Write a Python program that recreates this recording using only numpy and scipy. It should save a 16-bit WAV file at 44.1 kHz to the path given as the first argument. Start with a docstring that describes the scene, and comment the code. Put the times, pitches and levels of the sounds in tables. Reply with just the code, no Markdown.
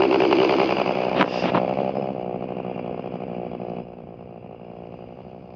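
"""An open paddock: a two-stroke chainsaw idles close by, then is carried off, quieter and duller.
It fires in short runs with a few dead turns between. Each firing barks through the muffler, pumped
gas thumps on every turn, the air box booms at first and the mechanism clatters throughout.
Early on something scrapes, knocks twice and slides with a hiss. Trunks and a fence echo faintly."""
import sys
import numpy as np
from scipy import signal
from scipy.fft import rfft, irfft
from scipy.io import wavfile

SR = 44100
rng = np.random.default_rng(int(sys.argv[2]) if len(sys.argv) > 2 else 0)


def unload_audio(sound):
    """Save the sound as a 16-bit wav file, at the path given as the first command line argument."""
    columns = np.transpose(np.atleast_2d(sound))
    # keep every value between -1 and 1, then stretch to whole-number steps
    steps = np.round(np.clip(columns, -1, 1) * 32767)
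    wavfile.write(sys.argv[1], SR, steps.astype(np.int16))


N = 244755
T = np.arange(N) / SR

# crankshaft idle speed (time [s], speed [turns/s])
CRANK_HZ = [(0, 65), (1.3, 62.5), (1.9, 65), (2.3, 61.5), (4.7, 58), (5.2, 62)]
# saw loudness as it is moved (time [s], level [dB])
SAW_DB = [(0, -23), (.75, -22), (1.17, -24), (1.27, -29.5), (1.42, -23), (1.78, -23), (2.25, -29),
          (2.95, -30.5), (3.8, -32), (3.85, -40.5), (4.45, -41), (4.95, -38.5), (5.5, -42.5)]
# muffler turned away (time [s], share [0-1])
MUFFLER_AWAY = [(0, 0.2), (1.9, 0.06), (2.3, 0.64), (4, 0.84), (5.5, 0.57)]
# air box facing the microphone (time [s], share [0-1])
AIRBOX_FACING = [(0, 0.95), (.4, .98), (.65, 0.83), (.9, 0.6), (1.3, 0.55), (1.65, 0.18)]


def from_db(db):
    """Decibels to gain."""
    return 10 ** (np.asarray(db) / 20)


def unit_rms(x):
    """Scale to rms 1."""
    return x / np.sqrt(np.mean(x ** 2) + 1e-20)


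def curve(rows, times_s, column=1):
    """Table column, interpolated linearly in time."""
    rows = np.array(rows)
    return np.interp(times_s, rows[:, 0], rows[:, column])


def response(spectrum, size=4096):
    """Minimum-phase, unit-energy impulse response from (frequency [Hz], level [dB]) rows."""
    hz, db = np.transpose(spectrum)
    grid_hz = np.maximum(np.arange(size // 2 + 1) * SR / size, 1)
    magnitude = from_db(np.interp(np.log(grid_hz), np.log(hz), db))
    cepstrum = irfft(np.log(magnitude))
    cepstrum[1:size // 2] *= 2
    cepstrum[size // 2 + 1:] = 0
    h = irfft(np.exp(rfft(cepstrum)))
    return h / np.sqrt(np.sum(h ** 2))


def colour(x, spectrum):
    """Filter by a spectrum."""
    return signal.fftconvolve(x, response(spectrum))[:N]


def noise(spectrum):
    """Coloured noise, rms 1."""
    return unit_rms(colour(rng.standard_normal(N), spectrum))


def pulses(times_s, rms_db):
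    """Impulses, each with one crank turn's energy at the given level."""
    sizes = from_db(rms_db) * np.sqrt(SR / curve(CRANK_HZ, times_s))
    samples = np.clip(np.round(times_s * SR).astype(int), 0, N)
    return np.bincount(samples, sizes, N + 1)[:N]


def scatter(times_s, spread):
    """Gaussian offset per stroke."""
    return spread * rng.standard_normal(len(times_s))


def puffs(train, decay_s):
    """Each impulse becomes a dying burst of turbulence of equal energy."""
    pole = np.exp(-2 / (decay_s * SR))
    power = signal.lfilter([1 - pole], [1, -pole], train ** 2)
    return np.sqrt(power + 1e-18) * rng.standard_normal(N)


def radiated_db(times_s, base_db, facing_db, away_db):
    """Level of one saw part: follows the saw's loudness and how it is held."""
    held_db = facing_db * curve(AIRBOX_FACING, times_s) + away_db * curve(MUFFLER_AWAY, times_s)
    return curve(SAW_DB, times_s) + base_db + held_db


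def open_air(rms_db=-49.5):
    """Steady low background rush."""
    # air spectrum (frequency [Hz], level [dB])
    spectrum = [(20, -36), (35, -24), (56, -2), (130, -1), (400, -8), (1000, -20), (2000, -38), (3000, -43),
                (7000, -62), (15000, -66)]
    return from_db(rms_db) * noise(spectrum)


def paddock(x, lowpass_hz=2500, decay_s=.08, tail_db=-21):
    """Dull echoes and faint scatter from the trees."""
    # trunk and fence echoes (delay [s], gain [dB])
    echoes = [(0.045, -25), (0.086, -35.5), (0.131, -27.5)]
    t = T[:SR // 2]
    h = rng.standard_normal(len(t)) * np.exp(-t / decay_s) * (t > .006)
    h *= from_db(tail_db) / np.sqrt(np.sum(h ** 2))
    for delay_s, db in echoes:
        h[round(delay_s * SR)] += from_db(db)
    reflected = signal.fftconvolve(x, h)[:N]
    return signal.sosfilt(signal.butter(1, lowpass_hz, fs=SR, output="sos"), reflected)


def scrapes(gain_db=2.5, attack_s=.0071, release_s=.0065):
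    """Rough rubs that swell or hold, then catch and stop short."""
    # rubs (start [s], end [s], relative end level [dB], swell [dB])
    rubs = [(1.161, 1.217, -17.5, 10), (1.438, 1.499, -25, 3.5), (1.546, 1.584, -28.5, -0.5)]
    # rub spectrum (frequency [Hz], level [dB])
    spectrum = [(50, -16), (140, 5), (260, 11.5), (450, 5), (1000, 1.5), (1800, -7.5), (2800, -5.5),
                (4000, -16), (5500, -30), (8000, -63.5), (15000, -67.5)]
    envelope = np.zeros(N)
    for start_s, end_s, db, swell_db in rubs:
        gate = np.exp(np.minimum(T - start_s, 0) / attack_s - np.maximum(T - end_s, 0) / release_s)
        envelope += gate * from_db(db + gain_db + np.interp(T, [start_s, end_s], [-swell_db, 0]))
    return envelope * noise(spectrum)


def slide(centre_s=1.379, sigma_s=.068, level_db=-36.5):
    """Smooth hissing slide between the knocks."""
    # slide spectrum (frequency [Hz], level [dB])
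    spectrum = [(1060, -31), (1800, -6), (2290, -22), (2370, -12), (2760, 1.5), (3120, -11.5), (3630, -11),
                (3950, -18.5), (4950, -6), (5960, -21.5), (7750, -46), (13100, -120)]
    envelope = from_db(level_db) * np.exp(-((T - centre_s) / sigma_s) ** 2 / 2)
    return envelope * noise(spectrum)


def knocks():
    """Two clusters of dead, woody blows, the second duller."""
    # contacts (time [s], peak [dB], low-pass corner [Hz])
    contacts = [(1.2108, -7.5, 3500), (1.2121, -1, 4000), (1.216, -7, 1500), (1.2272, -1, 3200),
                (1.242, -13, 2000), (1.5471, -10, 970), (1.55, -4.5, 900), (1.5565, -5.5, 690),
                (1.575, -6, 900), (1.5791, -7.5, 800)]
    # struck wood spectrum (frequency [Hz], level [dB])
    spectrum = [(40, -31.5), (100, -3.5), (170, 6), (260, 5.5), (400, 2), (600, -1.5), (1000, 8),
                (1800, -1), (3000, -5), (4500, -18.5), (6500, -35.5), (9000, -38), (15000, -45.5)]
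    out, wood = np.zeros(N), response(spectrum)
    for at_s, peak_db, corner_hz in contacts:
        blow = signal.sosfilt(signal.butter(2, corner_hz, fs=SR, output="sos"), wood)
        start = round(at_s * SR) - np.argmax(blow)
        out[start:start + len(blow)] += from_db(peak_db) * blow / blow.max()
    return out


def strokes(jitter_s=.0002, late_s=.0008, surge_turns=5, doubling_db=-2.5):
    """Firings and dead turns, each (time [s], level [dB], edge [dB], place [0-1], surge [-1..1])."""
    # runs of one firing per turn, dead turns between (start [s], firings [count])
    runs = [(.005, 4), (0.1114, 4), (0.2041, 4), (0.3118, 2), (0.386, 5), (0.494, 4), (0.5842, 4),
            (0.6922, 3), (.7686, 4), (0.8608, 4), (0.9557, 9), (1.1144, 8), (1.261, 2), (1.3254, 4),
            (1.4234, 3), (1.52, 9), (1.6791, 4), (1.7723, 3), (1.8318, 5), (1.9542, 2), (2.0119, 7),
            (2.1644, 13), (2.4085, 3), (2.489, 3), (2.5687, 3), (2.6486, 5), (2.7616, 3), (2.845, 4),
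            (2.9277, 2), (2.9776, 2), (3.0427, 3), (3.1224, 3), (3.2046, 3), (3.2823, 12), (3.5161, 3),
            (3.6004, 9), (3.7677, 3), (3.852, 6), (3.9694, 3), (4.038, 1), (4.0722, 5), (4.1923, 3),
            (4.2749, 7), (4.4279, 3), (4.4936, 4), (4.598, 17), (4.9237, 2), (4.9903, 4), (5.0907, 3),
            (5.1729, 3), (5.2506, 9), (5.4269, 8)]
    last_s = runs[-1][0] + (runs[-1][1] + 1) / CRANK_HZ[-1][1]
    ends_s = [run[0] for run in runs[1:]] + [last_s]
    fired, dead = [], []
    for (start_s, firings), end_s in zip(runs, ends_s):
        turns = round((end_s - start_s) * curve(CRANK_HZ, start_s))
        firings = int(np.clip(firings, 1, turns))
        turn = np.arange(turns)
        fires = turn < firings
        # progress through the run or the gap
        place = np.where(fires, turn / max(firings - 1, 1), (turn - firings + 1) / (turns - firings + 1))
        lag_s = late_s * np.where(fires, place, 1 - place)  # firings fall behind, dead turns catch up
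        at_s = start_s + (end_s - start_s) * turn / turns + lag_s
        edge_db = radiated_db(at_s, base_db=-17, facing_db=13.5, away_db=1.5)
        edge_db += doubling_db * np.log2(max(firings / 3, 1))  # long runs are softer-edged
        surge = np.cos(2 * np.pi * (turn - 1) / surge_turns)  # combustion peaks on the second firing
        rows = np.transpose([at_s, curve(SAW_DB, at_s), edge_db, place, surge])
        fired += list(rows[fires])
        dead += list(rows[~fires])
    fired, dead = np.array(fired).T, np.array(dead).T
    fired[0] += scatter(fired[0], jitter_s)
    return fired, dead


def loose_metal(x, modes, wander_db=3.5, knots=34):
    """Narrow resonances, each swelling and fading on its own."""
    out = np.zeros(N)
    for hz, width_hz, db in modes:
        band = signal.butter(2, [hz - width_hz / 2, hz + width_hz / 2], "band", fs=SR, output="sos")
        wander = np.interp(T, np.linspace(0, T[-1], knots), rng.standard_normal(knots))
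        out += from_db(db) * unit_rms(signal.sosfilt(band, x) * from_db(wander_db * wander))
    return out


def mechanism(fired, dead, slap_lead_s=.0038, cover_db=-7, clutch_db=-5.5):
    """Piston slap and firing shocks jolt the casing; cover and clutch ring over the fan's rush."""
    # casing and fan spectra (frequency [Hz], level [dB])
    casing_spectrum = [(150, -19), (500, 6.5), (1000, 3), (1500, -7), (1950, -11.5), (2300, 0), (2600, 0),
                       (2780, -4.5), (3050, -12), (3500, -25.5), (4200, -45), (6000, -44), (8000, -60.5)]
    fan_spectrum = [(1500, -19), (3300, 0), (3900, -9), (4400, -1), (4750, 0), (4980, -3.5), (5300, -14),
                    (6100, -16.5), (7000, -28), (8000, -56.5), (12000, -38.5), (15500, -34)]
    # metal resonances (frequency [Hz], width [Hz], level [dB])
    cover_modes = [(2428, 64, -11.5), (2570, 240, -15.5), (2775, 86, -5.5), (2930, 48, -11),
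                   (3060, 40, -19), (3310, 26, -18)]
    clutch_modes = [(4060, 77, -13), (5020, 62, -18), (4850, 37, -4), (5070, 74, -5)]
    # slow level drift (time [s], clatter [dB], hiss [dB])
    drift = [(0, -2.5, -1.5), (.6, 0.5, 3.5), (1.1, 1, 0), (2.2, -4, -3.5), (2.7, 2, -4), (3.7, -0.5, -1),
             (4.7, 0.5, -1), (5.2, 0.5, 4.5)]
    turns_s = np.sort(np.concatenate([fired[0], dead[0]]))
    slaps = pulses(turns_s - slap_lead_s, -7 + scatter(turns_s, 3.5))
    shocks = pulses(fired[0], -7.5 - scatter(fired[0], 1))
    rattle = puffs(slaps + shocks, decay_s=.0015) + from_db(-1) * rng.standard_normal(N)
    rush = puffs(slaps + shocks, decay_s=.0018) + from_db(-5) * rng.standard_normal(N)
    away = curve(MUFFLER_AWAY, T)
    side_db = 2.5 * (away - .5)  # clutch side comes round as the muffler turns away
    clatter = from_db(2) * unit_rms(colour(rattle, casing_spectrum))
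    clatter += from_db(cover_db + side_db) * loose_metal(rush, cover_modes)
    hiss = from_db(.5 - 4 * away) * unit_rms(colour(rush, fan_spectrum))
    hiss += from_db(clutch_db + side_db) * loose_metal(rattle, clutch_modes)
    clatter_db = radiated_db(T, base_db=-18.5, facing_db=11.5, away_db=-4) + curve(drift, T)
    hiss_db = radiated_db(T, base_db=-36, facing_db=17, away_db=-4) + curve(drift, T, column=2)
    return clatter * from_db(clatter_db) + hiss * from_db(hiss_db)


def shake(fired, dead, fired_db=-52.5, dead_db=-48):
    """Deep shake on every turn, carrying evenly all round."""
    # shake spectrum (frequency [Hz], level [dB])
    spectrum = [(20, -36), (40, -21), (62, -7.5), (90, -2), (125, 1.5), (170, -5.5), (300, -22.5),
                (1500, -59.5), (8000, -100.5)]
    jolts = pulses(fired[0] + .00087, fired_db) + pulses(dead[0] + .0035, dead_db)
    return colour(jolts, spectrum)


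def gas_thud(fired, dead, lead_s=.0021, jitter_s=.00022, churn_db=-9.5, surge_db=3.5):
    """Gas pumped on every turn thumps, just ahead of the exhaust."""
    # thud spectra, firing and dead turn (frequency [Hz], level [dB])
    fired_spectrum = [(40, -38.5), (100, -17.5), (140, -3.5), (185, 1.5), (235, -1.5), (300, -15.5),
                      (450, -20.5), (1500, -62.5), (8000, -96.5)]
    dead_spectrum = [(40, -30.5), (110, -8.5), (150, -11.5), (200, -3.5), (245, 2), (310, -5.5), (450, -19),
                     (1500, -58), (8000, -92.5)]
    radiation = dict(base_db=-8, facing_db=-4.5, away_db=5)
    fired_s, _, _, _, surge = fired
    at_s = fired_s - lead_s + scatter(fired_s, jitter_s)
    pumped = pulses(at_s, radiated_db(at_s, **radiation) + surge_db * surge + scatter(at_s, 1))
    churn = from_db(churn_db) * puffs(pumped, decay_s=.004)
    dead_s = dead[0] - .0008
    unfired = pulses(dead_s, radiated_db(dead_s, **radiation) - 1 + scatter(dead_s, 1.5))
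    return colour(pumped + churn, fired_spectrum) + colour(unfired, dead_spectrum)


def airbox(fired, dead, run_hz=370, climb_hz=42, gap_hz=362, sink_hz=62, throb=.76, lag_s=.0028):
    """Hollow tone swelling on every turn; pitch climbs through a run, sinks over dead turns."""
    climbing = [(s + lag_s, run_hz + climb_hz * place) for s, place in zip(fired[0], fired[3])]
    sinking = [(s + lag_s, gap_hz - sink_hz * place) for s, place in zip(dead[0], dead[3])]
    pitch = np.array(sorted(climbing + sinking))
    crank_rad = 2 * np.pi * np.interp(T - lag_s, pitch[:, 0], np.arange(len(pitch)))
    tone = np.sin(2 * np.pi * np.cumsum(curve(pitch, T)) / SR)
    boom = unit_rms(tone * (1 + throb * np.cos(crank_rad)))
    return boom * from_db(radiated_db(T, base_db=-33, facing_db=37.5, away_db=0))


def exhaust(fired, dead, build_db=2, edge_build_db=2.5, surge_db=1.5, crack_db=-4, coast_db=-7):
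    """Each firing barks through the muffler, harder as a run goes on; a dead turn only puffs."""
    # muffler spectra, facing and turned away (frequency [Hz], level [dB])
    bark_spectrum = [(120, -32.5), (200, -8.5), (295, -3.5), (375, -0.5), (440, -6), (510, 1), (590, 6.5),
                     (650, -0.5), (720, 2.5), (820, -3.5), (950, -18), (1400, -36.5), (3000, -53.5),
                     (9000, -100)]
    away_spectrum = [(120, -22), (200, -6), (295, -4), (375, 7), (425, -1.5), (480, 5.5), (580, -0.5),
                     (640, -1.5), (710, 2.5), (800, -7.5), (950, -10.5), (1400, -35.5), (3000, -66),
                     (9000, -95.5)]
    # spectra of firing edge, crack and dead-turn puff (frequency [Hz], level [dB])
    edge_spectrum = [(300, -36.5), (650, -9.5), (850, 15.5), (1030, 12.5), (1160, 4), (1280, 2),
                     (1500, -19.5), (1950, -17), (2600, -16), (3600, -26), (8000, -65.5)]
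    crack_spectrum = [(600, -13.5), (1300, 1.5), (1900, -6.5), (2400, 3.5), (2900, 2), (3600, -20.5),
                      (4700, -15.5), (5600, -28.5), (8000, -58.5)]
    coast_spectrum = [(100, -39.5), (240, -4.5), (380, -4.5), (500, 4), (600, -4), (720, -6), (900, -23),
                      (1300, -35), (2500, -46.5), (8000, -74.5)]
    at_s, level_db, edge_db, place, surge = fired
    force_db = scatter(at_s, .6)
    blows = pulses(at_s - .0006, level_db + force_db + build_db * (place - .5))
    away = curve(MUFFLER_AWAY, T)
    bark = colour(blows * (1 - away), bark_spectrum) + colour(blows * away, away_spectrum)
    edge_s = at_s - .0004
    sharp_db = edge_db + surge_db * surge + 2 * force_db + edge_build_db * (place - .5)
    edge = colour(pulses(edge_s, sharp_db - .5), edge_spectrum)
    tear = pulses(edge_s, sharp_db + .54 * (edge_db + 30))  # the sharpest firings crack most
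    crack = from_db(crack_db) * colour(puffs(tear, decay_s=.003), crack_spectrum)
    dead_s, dead_db = dead[:2]
    puff_db = dead_db + coast_db - 3 * curve(AIRBOX_FACING, dead_s) + scatter(dead_s, 4)
    coast = colour(pulses(dead_s, puff_db), coast_spectrum)
    return coast - bark - edge + crack


def scene():
    """Saw, knocks, scrapes and slide in the open air; mono."""
    fired, dead = strokes()
    saw = sum(part(fired, dead) for part in (exhaust, gas_thud, shake, airbox, mechanism))
    direct = saw + knocks() + scrapes() + slide()
    return (direct + paddock(direct) + open_air())[None]


def record(dry, low_cut_hz=45, high_cut_hz=15650):
    """Microphone: bass cut, rounded peaks, steep top cut."""
    thin = signal.sosfilt(signal.butter(2, low_cut_hz, "high", fs=SR, output="sos"), dry)
    rounded = thin / (1 + thin ** 6) ** (1 / 6)
    return signal.sosfilt(signal.ellip(10, .1, 80, high_cut_hz, fs=SR, output="sos"), rounded)


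dry = scene()
out = record(dry)
unload_audio(out)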